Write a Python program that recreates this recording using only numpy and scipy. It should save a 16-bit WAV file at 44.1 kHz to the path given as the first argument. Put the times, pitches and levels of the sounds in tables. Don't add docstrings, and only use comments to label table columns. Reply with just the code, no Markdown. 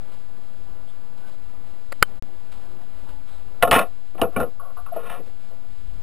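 import sys
import numpy as np
from scipy import signal
from scipy.fft import rfft, irfft, next_fast_len
from scipy.io import wavfile
from scipy.ndimage import uniform_filter1d

SR = 44100
rng = np.random.default_rng(int(sys.argv[2]) if len(sys.argv) > 2 else 0)


def store_wav(level_fs):
    pcm = np.round(np.clip(np.atleast_2d(level_fs), -1, 1) * 32767)
    wavfile.write(sys.argv[1], SR, pcm.T.astype(np.int16))


def boost(x):
    u = np.asarray(x, float) / 20
    return 10 ** u


N = 265702
TIME = np.arange(N) / SR


def shaped(db_of_hz, channels):
    size = next_fast_len(N)
    hz = np.maximum(np.fft.rfftfreq(size, 1 / SR), 1)
    f, db = np.transpose(db_of_hz)
    gain = boost(np.interp(np.log(hz), np.log(f), db))
    spectrum = rfft(rng.standard_normal((channels, size)))
    x = irfft(spectrum * gain, size)[:, :N]
    return x / x.std()


def band(x, lo_hz, hi_hz):
    return signal.sosfilt(signal.butter(2, [lo_hz, hi_hz], "bandpass", fs=SR, output="sos"), x)


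def walk(rate):
    hold = int(SR / rate)
    x = np.repeat(rng.standard_normal(N // hold + 1), hold)
    x = uniform_filter1d(uniform_filter1d(x, hold), hold)[:N]
    return x / x.std()


def add(out, s, y):
    i = int(s * SR)
    out[i:i + len(y)] += y[:N - i]


def ring(modes, scatter_db, detune, dense_db, dense_t60):
    hz, db, t60 = np.transpose(modes)[:, :, None]
    t = TIME[:SR // 6]
    chance = rng.standard_normal((2, len(hz), 1))
    polarity = (-1.) ** np.arange(len(hz))[:, None]
    decay = boost(db + scatter_db * chance[0] - 60 * t / t60)
    tones = np.sin(2 * np.pi * hz * (1 + detune * chance[1]) * t)
    y = np.sum(polarity * decay * tones, axis=0)
    blur = rng.standard_normal(len(t)) * boost(-60 * t / dense_t60)
    y = band(y, 0.4 * hz.min(), 1.42 * hz.max())
    blur = band(blur, 0.812 * hz.min(), 1.13 * hz.mean())
    y = y / np.linalg.norm(y) + boost(dense_db) * blur / np.linalg.norm(blur)
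    return y / np.linalg.norm(y)


def outdoors():
    # f/Hz, density/dB per Hz
    air_colour = [(6, -3), (15, 6.5), (40, 4.5), (65, -5), (110, -11), (200, -15.5), (400, -21.5),
                  (800, -23.5), (1300, -27), (2000, -32.5), (4000, -33), (5900, -39)]
    # t/s, level/dB
    traffic_course = [(0, 1), (.7, -0.35), (3.5, .3), (4.0, -2.5), (5.0, -2.5), (6.02, -2.5)]
    # start/s, end/s, f/Hz, level/dB
    whines = [(.87, .92, 3400, -57), (3.26, 3.4, 3750, -60.5), (1.2, 1.326, 1495, -55.5),
              (2.225, 2.42, 355, -54.5), (2.227, 2.357, 780, -60), (2.639, 2.843, 360, -52),
              (2.607, 2.72, 717, -58), (2.78, 2.86, 720, -56), (2.969, 3.324, 290, -56.5),
              (3.006, 3.21, 900, -63), (2.994, 3.25, 880, -57), (3.45, 3.625, 420, -58)]
    base_db = (-49, -56 + np.interp(TIME, *np.transpose(traffic_course)), -65)
    lo_edges_hz, hi_edges_hz = (6, 130, 1500), (130, 1500, 7000)
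    raise_db, flickers_db, rates_hz = (8, 3.0, 2.5), (2.5, 1.2, .8), (9, 12, 20)
    swell, out = walk(1.0), 0
    layers = zip(shaped(air_colour, channels=3), base_db, lo_edges_hz, hi_edges_hz,
                 raise_db, flickers_db, rates_hz)
    for air, db, lo_hz, hi_hz, above_db, flicker_db, rate in layers:
        layer = band(air, lo_hz, hi_hz)
        wander_db = 0.58 * swell + flicker_db * walk(rate)
        out = out + layer / layer.std() * boost(db + above_db + wander_db)
    waver = walk(15) + 0.1 * walk(400)
    for start, end, hz, db in whines:
        t = TIME[:int((end - start) * SR)]
        bend = 2.02 * hz / 350 * waver[int(start * SR):][:len(t)]
        whine = np.sqrt(np.hanning(len(t))) * np.sin(2 * np.pi * hz * t + bend)
        add(out, start, boost(db) * whine)
    return out


def rustles():
    # t/s, peak/dB, rise/ms, length/ms
    puffs = [(.1, -47.5, 31, 75), (.369, -60, 4, 18), (.565, -49, 9, 20), (1.168, -47.5, 11, 51),
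             (1.26, -46.5, 24, 52), (2.517, -40, 3.0, 25), (2.812, -45.5, 3.7, 17), (3.084, -43, 6.5, 26),
             (3.257, -47, 24, 110), (5.257, -49.5, 3.7, 29), (5.649, -54, 4.6, 14)]
    # f/Hz, density/dB per Hz
    cloth_colour = [(120, -30), (200, -10), (773, -1.5), (927, -4), (1370, -4), (1740, -12), (3740, -11),
                    (5600, -19.5), (7280, -55), (12300, -120)]
    envelope, t = np.zeros(N), TIME[:SR // 3]
    for s, db, rise_ms, length_ms in puffs:
        puff = np.minimum(1000 * t / rise_ms, 1) * np.exp(-1000 * t / length_ms)
        add(envelope, s, boost(db - 6) * puff)
    crackle = boost(2.5 * walk(300))
    return envelope * crackle * shaped(cloth_colour, channels=1)[0]


def button():
    # f/Hz, level/dB, t60/s
    case_modes = [(560, -0.5, .018), (800, -11, 0.013), (1225, -1, 0.014), (1515, -3, 0.018),
                  (1835, -6.5, 0.0088), (2140, -7, 0.014), (2457, -5, 0.014), (3110, -22.5, 0.049),
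                  (3870, -14.5, 0.0041), (4740, 4.5, 0.0068)]
    # t/s, peak/dB, push/ms
    snaps = [
        (1.9214, -23, 0.22),
        (1.9250, -19.5, 0.2),
        (2.0225, -30.5, 0.26),
        (2.0256, 0, .3),
        (2.0266, 5.5, .08),
    ]
    out = np.zeros(N)
    for s, db, push_ms in snaps:
        push = np.hanning(int(push_ms * SR / 1000) + 3)
        y = np.convolve(push, ring(case_modes, scatter_db=1.3, detune=0.012, dense_db=-2.0, dense_t60=0.014))
        add(out, s, y * boost(db) / np.abs(y).max())
    return out


def taps():
    # t/s, f/Hz, peak/dB, push/ms, t60/s
    soft_contacts = [(2.0231, 110, -12, 3.1, 0.013), (4.195, 227, -35, 4, .04),
                     (4.218, 217, -18.5, 4, 0.061), (4.363, 1400, -21.5, 3.4, 0.078),
                     (4.402, 1400, -19, 1.7, 0.062), (4.364, 2356, -25, 1.5, 0.056),
                     (4.216, 2855, -16, 0.94, 0.014), (4.196, 770, -26, 2.6, 0.04),
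                     (4.596, 1135, -33, 4.9, 0.081), (4.63, 1138, -44, 38, 0.17),
                     (4.768, 1170, -38.5, 2.2, 0.22), (4.778, 715, -40.5, 14, 0.13),
                     (4.861, 1300, -41, 4, 0.12), (4.919, 669, -25, 12, 0.043),
                     (4.961, 658.5, -22, 6.9, 0.11), (4.963, 476, -32.5, 3, 0.48),
                     (5.50, 677, -56, 5.9, 0.083)]
    # t/s, f/Hz, peak/dB
    table_thuds = [(3.625, 89, -23), (3.711, 72.7, -19), (3.75, 113, -23), (4.217, 87.5, -22),
                   (4.364, 92, -24), (4.411, 70, -24.5)]
    thud_push_ms, thud_t60_s = 5.3, 0.17
    out, t = np.zeros(N), TIME[:SR // 4]
    for s, hz, db, push_ms, t60 in soft_contacts + [(*thud, thud_push_ms, thud_t60_s) for thud in table_thuds]:
        rise = np.sin(np.pi / 2 * np.minimum(1000 * t / push_ms, 1))
        fall = boost(-60 * np.maximum(t - push_ms / 1000, 0) / t60)
        wobble = 0.58 * np.sin(2 * np.pi * 45 * t + rng.random() * 2 * np.pi)
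        add(out, s, boost(db) * rise * fall * np.sin(2 * np.pi * hz * t + wobble))
    return out


def parts():
    # f/Hz, level/dB, t60/s
    slats = [(201, -6.5, 0.013), (266.6, -7.5, 0.08), (326, -4, 0.08), (405, -4, 0.07), (482, 6.5, 0.047),
             (552, -6, 0.058)]
    stand_floor = [(613, -5.5, 0.042), (685, 11, 0.045), (772, -8.5, 0.11)]
    stand_walls = [(892, -9, 0.07), (913, -5, .05), (1077.5, 3.5, 0.072), (1151, 2.5, 0.046),
                   (1248, -2.5, 0.098), (1400, 6.5, 0.038)]
    stand_rim = [(1560, -15, 0.016), (1733, 6.5, 0.03), (2050, 2, 0.021), (2340, -12, .03),
                 (2398, 3.5, 0.031), (2586, 12, 0.031), (2920, 8.5, 0.03), (3400, -9, 0.032),
                 (3686, 4.5, 0.014), (4200, -35, .02), (4420, -32.5, 0.014)]
    return [slats, stand_floor, stand_walls, stand_rim]


def rubbing_db(part):
    # t/s, length/s, level/dB, brightness/dB per part, easing of pressure/dB
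    weight_rubs = [(3.624, 0.045, -17.5, 2, 26), (3.674, 0.025, -23.5, -4, 19.5), (3.711, 0.053, -18, 3, 2),
                   (3.779, 0.035, -22, 1, 8), (4.149, 0.026, -51.5, -6.5, 16), (4.182, 0.022, -46, -1.5, 0),
                   (4.216, 0.038, -23, -3, 16), (4.315, 0.035, -53.5, -5, -4), (4.363, .035, -24, -5.5, 10),
                   (4.402, 0.029, -27, -6, 6), (4.93, .04, -49.5, -4, -5), (4.965, 0.044, -46, -2, 0),
                   (5.006, 0.1, -47, -2.5, -10), (5.096, 0.087, -39, 2, 12), (5.19, 0.018, -51, -14.5, 32),
                   (5.27, 0.026, -64.5, -9, 7)]
    finger_rubs = [(3.604, 0.013, -48, -3.5, 3.3), (4.597, 0.12, -45, -4.5, 11),
                   (4.768, 0.046, -44, 2.5, 11.3), (4.862, 0.032, -46, 6, 6.1), (5.44, 0.013, -62, -5, 4),
                   (5.5, 0.041, -52.5, -11.5, 7.1), (5.635, 0.015, -58, -10, 3.6)]
    # colour/dB under weight, colour/dB under fingers
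    weight_colour_db = [-1.7, 1.4, 2, -1.03]
    finger_colour_db = [-16.5, -5.5, 1.5, -22]
    # share of the easing (stiff parts follow the pressure most), release/dB per s
    easing_share = [0.28, 0.29, 0.87, 1.13]
    release = [420, 470, 510, 520]
    grip_db_per_s = 25000
    db = np.full(N, -200.)
    for rows, colour_db in ((weight_rubs, weight_colour_db), (finger_rubs, finger_colour_db)):
        for s, length, level_db, bright_db, ease_db in rows:
            t = TIME - s
            tilt_db = bright_db * (2 * part - 3) / 2
            eased_db = ease_db * easing_share[part] * np.clip(t / length, 0, 1)
            held_db = level_db + colour_db[part] + tilt_db - eased_db
            grip_db = grip_db_per_s * np.minimum(t, 0)
            let_go_db = release[part] * np.maximum(t - length, 0)
            db = np.maximum(db, held_db + grip_db - let_go_db)
    return db


def slides():
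    hits = rng.random(N) < 6000 / SR
    grains = hits * rng.standard_normal(N) * boost(1.37 * rng.exponential(size=N))
    grains = grains * boost(1.3 * walk(120))
    out = 0
    for k, (modes, dense_db) in enumerate(zip(parts(), (-2.0, -2.5, -7, 0.5))):
        force = grains / grains.std() * boost(rubbing_db(k) - 2.0)
        body = ring(modes, scatter_db=1.0, detune=0, dense_db=dense_db, dense_t60=0.0077)
        out = out + signal.fftconvolve(force, body)[:N]
    scratch = band(force, 1600, 4650)
    return out + boost(-7.5) * scratch


def knocks():
    # t/s, peak/dB, slats/dB against the peak, hardness/dB (rim up and stand floor down)
    landings = [(3.626, 1.5, -26.5, 1.5), (3.712, -3.5, -14.5, 6.5), (3.729, -1.5, -14.5, 3),
                (3.758, -5.5, -8.5, -2), (3.791, -6.5, -18, 3), (4.148, -37, 1, -9), (4.18, -31, -11, 2),
                (4.215, -6.5, -7, 2.5), (4.235, -16, -11, -7), (4.362, -14.5, -9, -6),
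                (4.401, -14, -29, -7), (4.429, -20.5, -4, -5), (4.597, -42.5, -30, -6),
                (4.77, -40, -15.5, -4), (4.862, -39, -19, 4), (4.962, -25.5, -15, -16)]
    stand_db = [-12.5, -10.5, -13.5]
    chatters_s = (0.0095, 0.0099, 0.0033, 0.0038)
    out, t = np.zeros(N), TIME[:SR // 20]
    for s, peak_db, slats_db, hard_db in landings:
        part_db = [slats_db, stand_db[0] - hard_db / 2, stand_db[1], stand_db[2] + hard_db]
        for modes, db, chatter_s in zip(parts(), part_db, chatters_s):
            force = rng.standard_normal(len(t)) * np.exp(-t / chatter_s)
            force[0] += 9.0
            body = ring(modes, scatter_db=2.5, detune=0.017, dense_db=-1.5, dense_t60=6 * chatter_s)
            y = signal.fftconvolve(force, body)
            add(out, s, y * boost(peak_db + db + 3.0) / np.abs(y).max())
        crack = band(force * np.exp(-t / .0012), 2800, 5720)
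        add(out, s, crack * boost(peak_db + 1.8 * hard_db - 19) / np.abs(crack).max())
    return out


def scene():
    mono = outdoors() + rustles() + button() + taps() + slides() + knocks()
    return np.array([mono, mono])


def low_pass(x):
    return signal.sosfilt(signal.butter(12, 16410, fs=SR, output="sos"), x)


def record(dry):
    # f/Hz, density/dB per Hz
    input_hiss = [(60, 6.5), (300, 0), (1000, -7), (5200, -10.5), (5800, -31.5), (6300, -25), (6800, -15),
                  (8200, -16), (8500, -47)]
    left_offset, right_cut_hz, edge_hz, top_hz, hiss_db = .0886, 320, 5860, 15100, -70
    fade_s, silent_s, back_s = 2.176, 2.198, 2.2245
    right = signal.sosfilt(signal.butter(1, right_cut_hz, "highpass", fs=SR, output="sos"), dry[1])
    x = np.clip([dry[0] + left_offset, right], -1, 1)
    x = signal.sosfiltfilt(signal.butter(12, edge_hz, fs=SR, output="sos"), x)
    sampled = signal.resample_poly(x, 40, 147, axis=1, window=("kaiser", 2), padtype="edge")
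    held = np.repeat(sampled, 4, axis=1)
    x = signal.resample_poly(held, 147, 160, axis=1, padtype="edge")[:, :N]
    x = x + boost(hiss_db) * shaped(input_hiss, channels=1) * np.array([[1], [-1]])
    x = signal.sosfiltfilt(signal.ellip(9, .05, 45, top_hz, fs=SR, output="sos"), x)
    fade = np.cos(np.pi / 2 * np.clip((TIME - fade_s) / (silent_s - fade_s), 0, 1))
    mix = np.clip(x, -1, 1) * np.where(TIME < back_s, fade, 1)
    return low_pass(mix)


dry = scene()
out = record(dry)
store_wav(out)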